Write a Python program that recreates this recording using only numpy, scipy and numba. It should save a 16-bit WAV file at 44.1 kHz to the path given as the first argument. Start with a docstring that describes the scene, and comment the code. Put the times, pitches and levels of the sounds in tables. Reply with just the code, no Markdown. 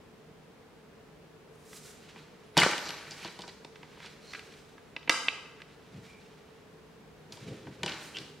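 """A thin metal disc case is opened by hand close to a stereo microphone in a bare, live room.
Its catch and shell clack as struck modes with click and crack; random contacts rattle the lid.
A wavering sine squeaks for the hinge; a disc ticks and snaps on its plastic hub, again as modes.
Stick-slip noise gives sliding fingers and scrapes, low noise the bumps of the palms.
Shaped noise makes the ventilation hum and hiss, and a decaying noise tail the room."""
import sys
import numpy as np
from scipy import signal
from scipy.fft import rfft, irfft
from scipy.io import wavfile
from scipy.ndimage import uniform_filter1d
from numba import njit

SR = 44100
rng = np.random.default_rng(int(sys.argv[2]) if len(sys.argv) > 2 else 0)


def amp(db):
    return 10 ** (np.asarray(db, float) / 20)


def write(x):
    x = np.atleast_2d(x).T
    wavfile.write(sys.argv[1], SR, np.round(np.clip(x, -1, 1) * 32767).astype(np.int16))


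N = 370440


def read(table, hz):
    """Linear interpolation of a spectrum table on a log-frequency axis."""
    f, value = np.transpose(table)[:2]
    return np.interp(np.log(hz + 1), np.log(f), value)


def coloured(x, db_of):
    """Zero-phase filtering: each frequency is scaled by a gain in dB given as a function of Hz."""
    size = x.shape[-1]
    hz = np.arange(size // 2 + 1) * SR / size
    return irfft(rfft(x) * amp(db_of(hz)), size)


def unit(x):
    """Power normalisation to rms 1."""
    return x / np.sqrt(np.mean(x ** 2))


def bell(hz, centre_hz, octaves):
    """Band emphasis: a parabola in dB over log frequency, 6 dB down at the given octaves."""
    return -6 * (np.log2((hz + 1) / centre_hz) / octaves) ** 2


def track(tables, column, rest):
    """Piecewise-linear modulation by a column of several curves; the rest value outside them."""
    t, out = np.arange(N) / SR, np.full(N, float(rest))
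    for rows in tables:
        rows = np.array(rows)
        on = (t >= rows[0, 0]) & (t < rows[-1, 0])
        out[on] = np.interp(t[on], rows[:, 0], rows[:, column])
    return uniform_filter1d(out, size=SR // 200)


def walk(rate):
    """Slow random modulation: levels held for 1 / rate seconds and slewed twice."""
    k = int(SR / rate)
    held = np.repeat(rng.standard_normal(N // k + 1), k)
    return 0.78 * uniform_filter1d(uniform_filter1d(held, k), k)[:N]


def swells(rows):
    """Exponential rise and fall of gestures (peak s, dB, s per 20 dB rise, fall); powers add."""
    power = np.zeros(N)
    for s, db, rise, fall in rows:
        rise, fall = max(rise, .002), max(fall, .002)
        at = np.arange(max(int((s - 2 * rise) * SR), 0), min(int((s + 2 * fall) * SR), N))
        drop_db = 20 * np.maximum((s - at / SR) / rise, (at / SR - s) / fall)
        power[at] += amp(db - drop_db) ** 2
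    return np.sqrt(uniform_filter1d(power, size=SR // 200).clip(0))


def ring(x, modes):
    """Modal resonance: a bank of two-pole resonators, all excited by x."""
    out = 0
    for hz, db, t60 in modes:
        r = np.exp(-np.log(1000) / (t60 * SR))
        turn = 2 * np.pi * hz / SR
        mode = signal.lfilter([np.sin(turn)], [1, -2 * r * np.cos(turn), r * r], x)
        out = out + amp(db) * np.sqrt(1 - r) * mode
    return out


def placed(x, pan_db):
    """Intensity stereo: level difference left minus right."""
    return x * amp(np.array([[pan_db], [-pan_db]]) / 2)


# Spectrum of the room air. Each row: frequency in Hz, relative spectral density in dB.
AIR = [(12, -50.5), (20, -29.5), (49, -4.5), (101, -3.5), (150, -2.5), (193, 1), (347, -4.5), (434, 1),
       (527, -6), (1960, -16), (2750, -19), (14300, -38), (16000, -38)]
# Stereo width of the air. Each row: frequency in Hz, side minus mid in dB.
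AIR_SIDE = [(60, -11.5), (110, -16.5), (200, -9.5), (380, -6.5), (700, -6), (1290, -4.5), (2380, -3),
            (4400, -1.5), (8120, -2), (15000, 0.5)]
# Duct resonances. Each row: frequency in Hz, width in Hz, height in dB.
DUCT = [(153.4, 12.4, 12.5), (447, 57, 4.5)]
AIR_DB = -55  # mid level, before a slow wander


def air():
    """Broadband flow noise with two duct resonances; nearly the same in both channels in the bass."""
    def colour(f):
        """Broad slope plus the resonance humps."""
        humps = sum(db / (1 + (2 * (f - hz) / width) ** 2) for hz, width, db in DUCT)
        return read(AIR, f) + humps
    mid = coloured(rng.standard_normal(N), colour)
    side = coloured(rng.standard_normal(N), lambda f: colour(f) + read(AIR_SIDE, f))
    level = amp(AIR_DB + .5 * walk(1.6))
    return level * np.array([mid + side, mid - side]) / np.sqrt(np.mean(mid ** 2))


# Reverberation bands. 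Each row: centre in Hz, t60 in seconds, relative level in dB.
ROOM = [(124, 0.62, -26), (356, 0.89, 7.5), (1010, 0.89, 8.5), (2500, 0.77, 1.5), (6420, 0.7, 8.5),
        (11800, .55, -12)]
# Stereo width of the tail. Each row: frequency in Hz, side minus mid in dB.
ROOM_SIDE = [(200, -25), (1000, -12), (3000, -6), (8000, -0.5)]
ROOM_DB, ROOM_ONSET_S = -9, 0.0064


def room(x):
    """Diffuse reverberation: a noise tail that builds up, then decays at its own rate in each band."""
    t, tail = np.arange(int(1.2 * SR)) / SR, 0
    for hz, t60, db in ROOM:
        band = coloured(rng.standard_normal((2, len(t))), lambda f: bell(f, hz, 0.92))
        tail = tail + amp(db) * band * np.exp(-np.log(1000) * t / t60)
    tail = tail * (1 - np.exp(-(t / ROOM_ONSET_S) ** 3))
    mid, side = tail[0], coloured(tail[1], lambda f: read(ROOM_SIDE, f))
    ears = np.array([mid + side, mid - side]) / np.sqrt(np.sum(mid ** 2))
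    return amp(ROOM_DB) * signal.fftconvolve(x[None], ears, axes=1)[:, :N]


# Palms pressing and bumping the shell. Each row: peak time in seconds, level in dB,
# seconds to rise 20 dB (at least 0.002), upper body relative to the thump in dB.
BUMP = [(2.585, -37.5, 0, -9), (5.97, -44.5, 0.07, -13.5), (7.34, -61, 0.15, 1.5), (7.516, -41, 0.15, -3),
        (7.682, -45, 0.08, -4), (7.845, -44, 0.08, 2), (8.196, -54, 0.17, 0), (8.276, -55.5, 0.4, -5)]
BUMP_FALL_S = 0.097  # to fall 20 dB


def bump():
    """Forced flexure: soft pushes on the shell give a low thump and a broader body above it."""
    push = rng.standard_normal((2, N)) * amp(2 * walk(22))
    low = unit(coloured(push[0], lambda f: bell(f, 144, 0.71)))
    upper = unit(coloured(push[1], lambda f: bell(f, 348, 0.64)))
    low_gain = swells((s, db, rise, BUMP_FALL_S) for s, db, rise, _ in BUMP)
    upper_gain = swells((s, db + upper_db, rise, BUMP_FALL_S) for s, db, rise, upper_db in BUMP)
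    return low_gain * low + upper_gain * upper


# Modes of the metal shell. Each row: frequency in Hz, relative level in dB, t60 in seconds.
SHELL = [(176.7, 2.5, 0.1), (350.3, 4, 0.077), (479, 1.5, 0.075), (632, 6.5, 0.037), (831, 3, 0.062),
         (905, 1, 0.072), (950, 3.5, 0.081), (1046, -3.5, 0.087), (1153, -1.5, 0.064), (1530, 2.5, 0.059),
         (1634, -4.5, 0.032), (1802, -2.5, 0.048), (1980, 2.5, 0.033), (2376, 7, 0.018), (2660, 5, 0.0092),
         (2930, 3, 0.053), (3160, 1.5, 0.035), (3436, 1, 0.0408), (3950, 6.5, 0.014), (4270, 5.5, 0.02),
         (4710, -1, 0.063), (5230, -2.5, 0.039), (5770, -3.5, 0.018), (7140, -5.5, .02)]
# Strokes of skin on the shell. Each row: peak time in seconds, level in dB, seconds to rise 20 dB,
# seconds to fall 20 dB (both at least 0.002), hiss relative to the body in dB.
SLIDE = [(1.56, -74, .06, -8.5, 4), (1.77, -54.5, 0.13, 0.05, 6), (1.857, -55.5, 0.09, 0.15, 0.5),
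         (2.144, -58, 0.4, 0.55, -29), (3.11, -54.5, 0.43, 0.63, -10), (3.248, -48.5, 0.14, 0.14, -47),
         (3.39, -55, -0.5, .2, -30), (4.07, -54.5, 0.42, 0.16, -35), (4.33, -58.5, .5, 0.56, -13.5),
         (4.522, -64, -2, 0.5, -9.5), (5.976, -70.5, 7, -0.3, -33), (6.072, -60, 0.23, 0.3, -14.5),
         (6.262, -65, 2.5, 1, -27), (7.326, -55.5, -0.16, 0.1, -7), (7.45, -57, 0.26, 1, -22),
         (8.04, -55, 0.13, 0.33, -5), (8.16, -52, 0.16, 0.2, -25), (8.3, -55.5, -0.2, 0, -16)]


def slide():
    """Stick-slip friction: fine grain heard partly through the shell modes, partly as a bright hiss."""
    grain = rng.standard_normal(N) * amp(3.6 * walk(60) + 1.2 * walk(300))
    body = unit(coloured(grain, lambda f: bell(f, 2220, 1.1))) + 0.19 * unit(ring(grain, SHELL[8:]))
    hiss = unit(coloured(grain, lambda f: bell(f, 7000, 0.72)))
    body_gain = swells(row[:4] for row in SLIDE)
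    hiss_gain = swells((s, db + treble_db, rise, fall) for s, db, rise, fall, treble_db in SLIDE)
    return body_gain * unit(body) + hiss_gain * hiss


# Short scrapes of plastic on metal. Each row: start in seconds, length in seconds, level in dB,
# centre in Hz, spread in octaves (at least 0.1).
SCRAPES = [(2.802, 0.094, -47.5, 5500, 0.36), (3.189, 0.098, -50.5, 2290, 1), (3.47, 0.027, -51, 3300, 1.5),
           (3.99, 0.083, -56, 3480, 1), (4.21, 0.15, -58.5, 4300, .15), (4.229, .11, -63, 6100, .3),
           (4.327, .034, -47.5, 2020, 0.65), (4.508, 0.034, -61, 4000, 0.98),
           (5.077, 0.01, -48, 2190, 0.52), (6.04, .16, -62.5, 2330, .1), (8.142, 0.0197, -42.5, 2970, .15)]


def scrapes():
    """Stick-slip bursts: contacts swell, stop, and ring the shell modes near their centre."""
    out, lead = np.zeros(N + SR), 256  # lead: samples of room for the filter to ring ahead
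    for s, length, db, centre_hz, octaves in SCRAPES:
        t = (np.arange(SR // 2) - lead) / SR
        push = np.clip(t / length, 0, 1) ** 0.63 * (t < length)
        contacts = (rng.random(len(t)) < 2500 / SR) * rng.standard_normal(len(t)) * push
        rung = ring(contacts, SHELL) + .06 * contacts
        sound = coloured(rung, lambda f: bell(f, centre_hz, max(octaves, .1)))
        at = int(s * SR) - lead
        out[at:at + len(t)] += amp(db) * sound / np.sqrt(np.sum(sound ** 2) / (length * SR))
    return out[:N]


# Hinge glides, one list each. Each row: time in seconds, pitch in Hz, level in dB;
# pitch and level waver around these.
SQUEAK = [
    [(2.46, 10200, -74), (2.5, 10500, -85), (2.55, 10900, -76), (2.57, 10900, -66)],
    [(2.68, 11800, -80), (2.73, 12200, -74), (2.8, 11900, -67), (2.9, 11600, -66), (2.97, 11600, -70),
     (3.03, 10700, -73), (3.11, 10200, -103)],
]


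def squeak():
    """Friction-driven oscillation: a thin, wavering tone from the hinge."""
    hz = track(SQUEAK, 1, 11500) * (1 + 0.0033 * walk(210))
    level = amp(track(SQUEAK, 2, -120) + 2.6 * walk(53.7))
    return np.sqrt(2) * level * np.sin(2 * np.pi * np.cumsum(hz) / SR)


# The lid rattles after the catch, at the end stop and when set down.
# Each row: peak time in seconds, level in dB, seconds to fall 20 dB.
RATTLE = [(2.602, -25.5, 0.187), (2.86, -43, 0.5), (7.884, -40, 0.26)]
RATTLE_RISE_S = 0.031  # to rise 20 dB


def rattle():
    """Random impact excitation: dense uneven contacts of the loose lid drive the shell modes."""
    contacts = (rng.random(N) < 2500 / SR) * rng.standard_normal(N) * amp(1.0 * walk(110))
    grit = coloured(contacts, lambda f: bell(f, 1800, 1.15))
    sound = unit(unit(ring(contacts, SHELL)) + 1.35 * unit(grit))
    return swells((s, db, RATTLE_RISE_S, fall) for s, db, fall in RATTLE) * sound


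BODY_TOP_HZ = 1100  # modes below this belong to the body
BEAMED_DB = -3.5  # the flat faces beam their modes forward; the walls get less
CONTACT_TOP_HZ = 8100  # contacts are too soft to excite much above


def hits(table, modes, crack_db, tick_db, click_db, crack_t60, rise_s, travel_s):
    """Impact excitation of modes, click, noisy crack and bright tick; rows: direct, to the walls."""
    out, t = np.zeros((2, N + SR)), np.arange(8192) / SR
    hz, db, t60 = np.transpose(modes)[:, :, None]
    low = hz < BODY_TOP_HZ
    # bending waves run faster at high pitch, so low modes set in later
    since = np.maximum(t - travel_s * (np.sqrt(hz.max() / hz) - 1), 0)
    shape = (1 - np.exp(-(since / rise_s) ** 2)) * np.exp(-np.log(1000) * since / t60)
    fade = (1 - np.exp(-(t / rise_s) ** 2)) * np.exp(-np.log(1000) * t / crack_t60)
    tick_fade = fade * np.exp(-t / 0.00071)
    pulse = 1. * (np.arange(len(t)) == SR // 400)  # 2.5 ms in
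    for s, level_db, centre_hz, octaves, body_db in table:
        octaves = max(octaves, .15)
        # the struck spot favours one upper mode; the others fall off with distance in pitch
        gain = amp(db - ~low * 6 * np.abs(np.log2(hz / centre_hz)) / octaves)
        body_gain = amp(body_db) * gain / np.linalg.norm(gain[low])
        gain = np.where(low, body_gain, gain / np.linalg.norm(gain[~low]))
        detuned_hz = hz * (1 + 0.014 * rng.standard_normal((len(modes), 1)))
        tones = (gain * shape * np.sin(2 * np.pi * detuned_hz * since)).sum(axis=0)
        push = t * np.pi * centre_hz * 1.12 - 2
        click = -amp(click_db) * push * np.exp(-push ** 2)  # one cycle
        both = tones * amp([[0], [BEAMED_DB]]) + click

        def crack_colour(f):
            """Hump at the struck pitch, rolled off above the contact limit."""
            soft = bell(np.maximum(f, CONTACT_TOP_HZ), CONTACT_TOP_HZ, 0.72)
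            return bell(f, centre_hz, 1.53 * octaves) + soft

        for part_db, envelope, colour in ((crack_db, fade, crack_colour),
                                          (tick_db, tick_fade, lambda f: bell(f, 5500, 0.37))):
            direct = envelope * unit(coloured(rng.standard_normal(len(t)), colour))
            # over all directions a ragged spectrum evens out: the walls get a smooth pulse
            # of equal energy
            even = unit(coloured(pulse, colour)) * np.sqrt(np.mean(envelope ** 2))
            both = both + amp(part_db) * np.array([direct, even])
        at = int(s * SR)
        out[:, at:at + len(t)] += amp(level_db) * both
    return out[:, :N]


# Modes of disc and hub. Each row: frequency in Hz, relative level in dB, t60 in seconds.
HUB = [(311, 5, 0.0215), (551, 4.5, 0.024), (710, 6.5, 0.018), (946, 7.5, 0.026), (1310, 3.5, 0.013),
       (1629, 0.5, 0.026), (2053, 3.5, 0.022), (2330, -1.5, 0.03), (2660, 3.5, 0.02), (2865, 4, 0.012),
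       (3546, 2.5, 0.018), (4340, -2, 0.02), (4850, 1, 0.017), (5645, 1, 0.016), (6080, -13, 0.0044),
       (8310, -1, 0.0077)]
# Ticks and snaps of the disc on its hub. Each row: start in seconds, level in dB, centre in Hz,
# spread in octaves (at least 0.15), body modes relative to the upper modes in dB.
SNAPS = [(1.73, -37.5, 1580, 0.69, -18), (3.647, -35, 3950, 0.56, 1.5), (3.757, -38, 1910, 0.77, -11),
         (3.83, -37, 2080, 0.65, 0), (3.973, -47, 1530, .55, 6), (4.002, -36.5, 1520, 1, -7),
         (4.027, -45, 1560, .46, -11), (4.045, -38, 1510, 0.32, -1), (4.06, -38, 4070, .45, -18.5),
         (4.067, -43.5, 1990, .59, -21), (4.334, -27, 2010, 0.89, -22), (4.348, -26.5, 1620, 0.67, -24),
         (4.393, -31.5, 2490, .74, -21.5), (4.521, -44, 2880, 0.62, -19), (4.78, -41.5, 1590, 0.53, -13),
         (4.964, -22, 2540, 0.39, -11), (5.029, -40, 2900, 0.32, -12.5), (5.076, -27, 2250, .29, -2.5),
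         (5.095, 1, 2250, 0.94, -11.5), (5.2835, -8.5, 2660, .3, -28), (5.461, -41.5, 2600, 0.39, -10),
         (5.603, -40, 1660, 0.31, -21), (5.618, -33.5, 1930, 0.73, -13.5), (8.185, -29, 4300, 0.49, -23)]


def hub_snaps():
    """Impact excitation of the disc and its plastic hub."""
    return hits(SNAPS, HUB, crack_db=-12, tick_db=-22, click_db=0.5,
                crack_t60=0.019, rise_s=0.00035, travel_s=0.00055)


# Knocks on the metal shell. Each row: start in seconds, level in dB, centre in Hz,
# spread in octaves (at least 0.15), body modes relative to the upper modes in dB.
KNOCKS = [(2.16, -45, 2330, 0.29, 3), (2.569, -16, 1760, 1, 4.5), (2.576, -6.5, 4160, 0.66, -5.5),
          (2.583, -12.5, 1600, 0.82, -14), (2.589, -14, 3000, 0.16, -6), (2.6, -19.5, 6000, 0.87, -13),
          (2.618, -12.5, 1980, 0.21, -28), (2.633, -11, 1500, 0.99, -14.5), (2.663, -18.5, 500, 0.49, -5),
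          (2.711, -25.5, 2030, 1.04, -23), (2.732, -23, 1890, 0.33, -8.5), (2.779, -25.5, 2900, 0.74, -12),
          (2.89, -29, 3670, 0.61, -7), (2.905, -27.5, 2500, 0.72, -28.5), (3.109, -34, 5140, 0.34, -12),
          (3.118, -35, 5200, 0.22, -8), (3.247, -33, 3940, 0.4, 1.5), (3.256, -36.5, 1430, 0.79, 1),
          (3.276, -38, 3750, .54, -2), (3.39, -36.5, 3340, .62, 2), (3.407, -43, 4360, 0.65, -27),
          (3.419, -34.5, 4270, .45, -17), (3.437, -40.5, 1520, 0.41, 1.5), (3.478, -39, 4340, 0.44, 1.5),
          (3.491, -45, 3950, 0.39, -3.5), (7.322, -35.5, 4500, 0.47, -11), (7.371, -43.5, 3650, 0.44, -1),
          (7.67, -42.5, 1580, 0.56, 2.5), (7.832, -21, 2600, 0.79, -6), (7.861, -23, 3460, 0.61, -5),
          (7.879, -29.5, 2940, .3, -25), (7.894, -30, 3480, 0.48, -25), (7.92, -33, 2930, .25, -34),
          (8.169, -26, 2930, 0.46, -31)]


def shell_knocks():
    """Impact excitation of the thin metal shell."""
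    return hits(KNOCKS, SHELL, crack_db=-1.5, tick_db=-18.5, click_db=3,
                crack_t60=0.014, rise_s=0.00051, travel_s=0.00044)


def scene():
    """Superposition: shell near the centre, hub a little to the right, both reverberant, plus air."""
    shell = shell_knocks() + rattle() + squeak()
    hub = hub_snaps() + slide() + scrapes()
    # so small a body radiates little bass
    shell, hub = coloured(np.array([shell, hub]), lambda f: -10 * np.log10(1 + (90 / (f + 1)) ** 4))
    shell = shell + bump()
    direct = placed(shell[0], pan_db=0.35) + placed(hub[0], pan_db=-1.9)
    return direct + room(shell[1] + hub[1]) + air()


@njit
def limiter_gain(peak, top, slope, attack, release):
    """Dynamic range compression: the gain falls as the smoothed peak level passes the threshold."""
    gain, e = np.empty(len(peak)), 0.
    for i in range(len(peak)):
        e += (peak[i] - e) * (attack if peak[i] > e else release)
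        gain[i] = min(1., (top / (e + 1e-9)) ** slope)
    return gain


LIMIT_DB, LIMIT_RATIO, ATTACK_S, RELEASE_S = -12, 6, 0.00037, 0.0091
TOP_HZ = 15700


def top_cut(x):
    """Nothing passes above the cut-off."""
    return signal.sosfilt(signal.butter(12, 16310, fs=SR, output="sos"), x)


def record(dry):
    """Look-ahead limiting holds the loudest blows down; an elliptic low-pass cuts the top steeply."""
    ahead = np.roll(np.abs(dry).max(axis=0), -SR // 1000)  # about 1 ms early
    gain = limiter_gain(ahead, 1. * amp(LIMIT_DB), 1 - 1 / LIMIT_RATIO,
                        1 / (ATTACK_S * SR), 1 / (RELEASE_S * SR))
    low_pass = signal.ellip(8, .2, 70, TOP_HZ, fs=SR, output="sos")
    mix = signal.sosfilt(low_pass, dry * gain)
    return top_cut(mix)


dry = scene()
out = record(dry)
write(out)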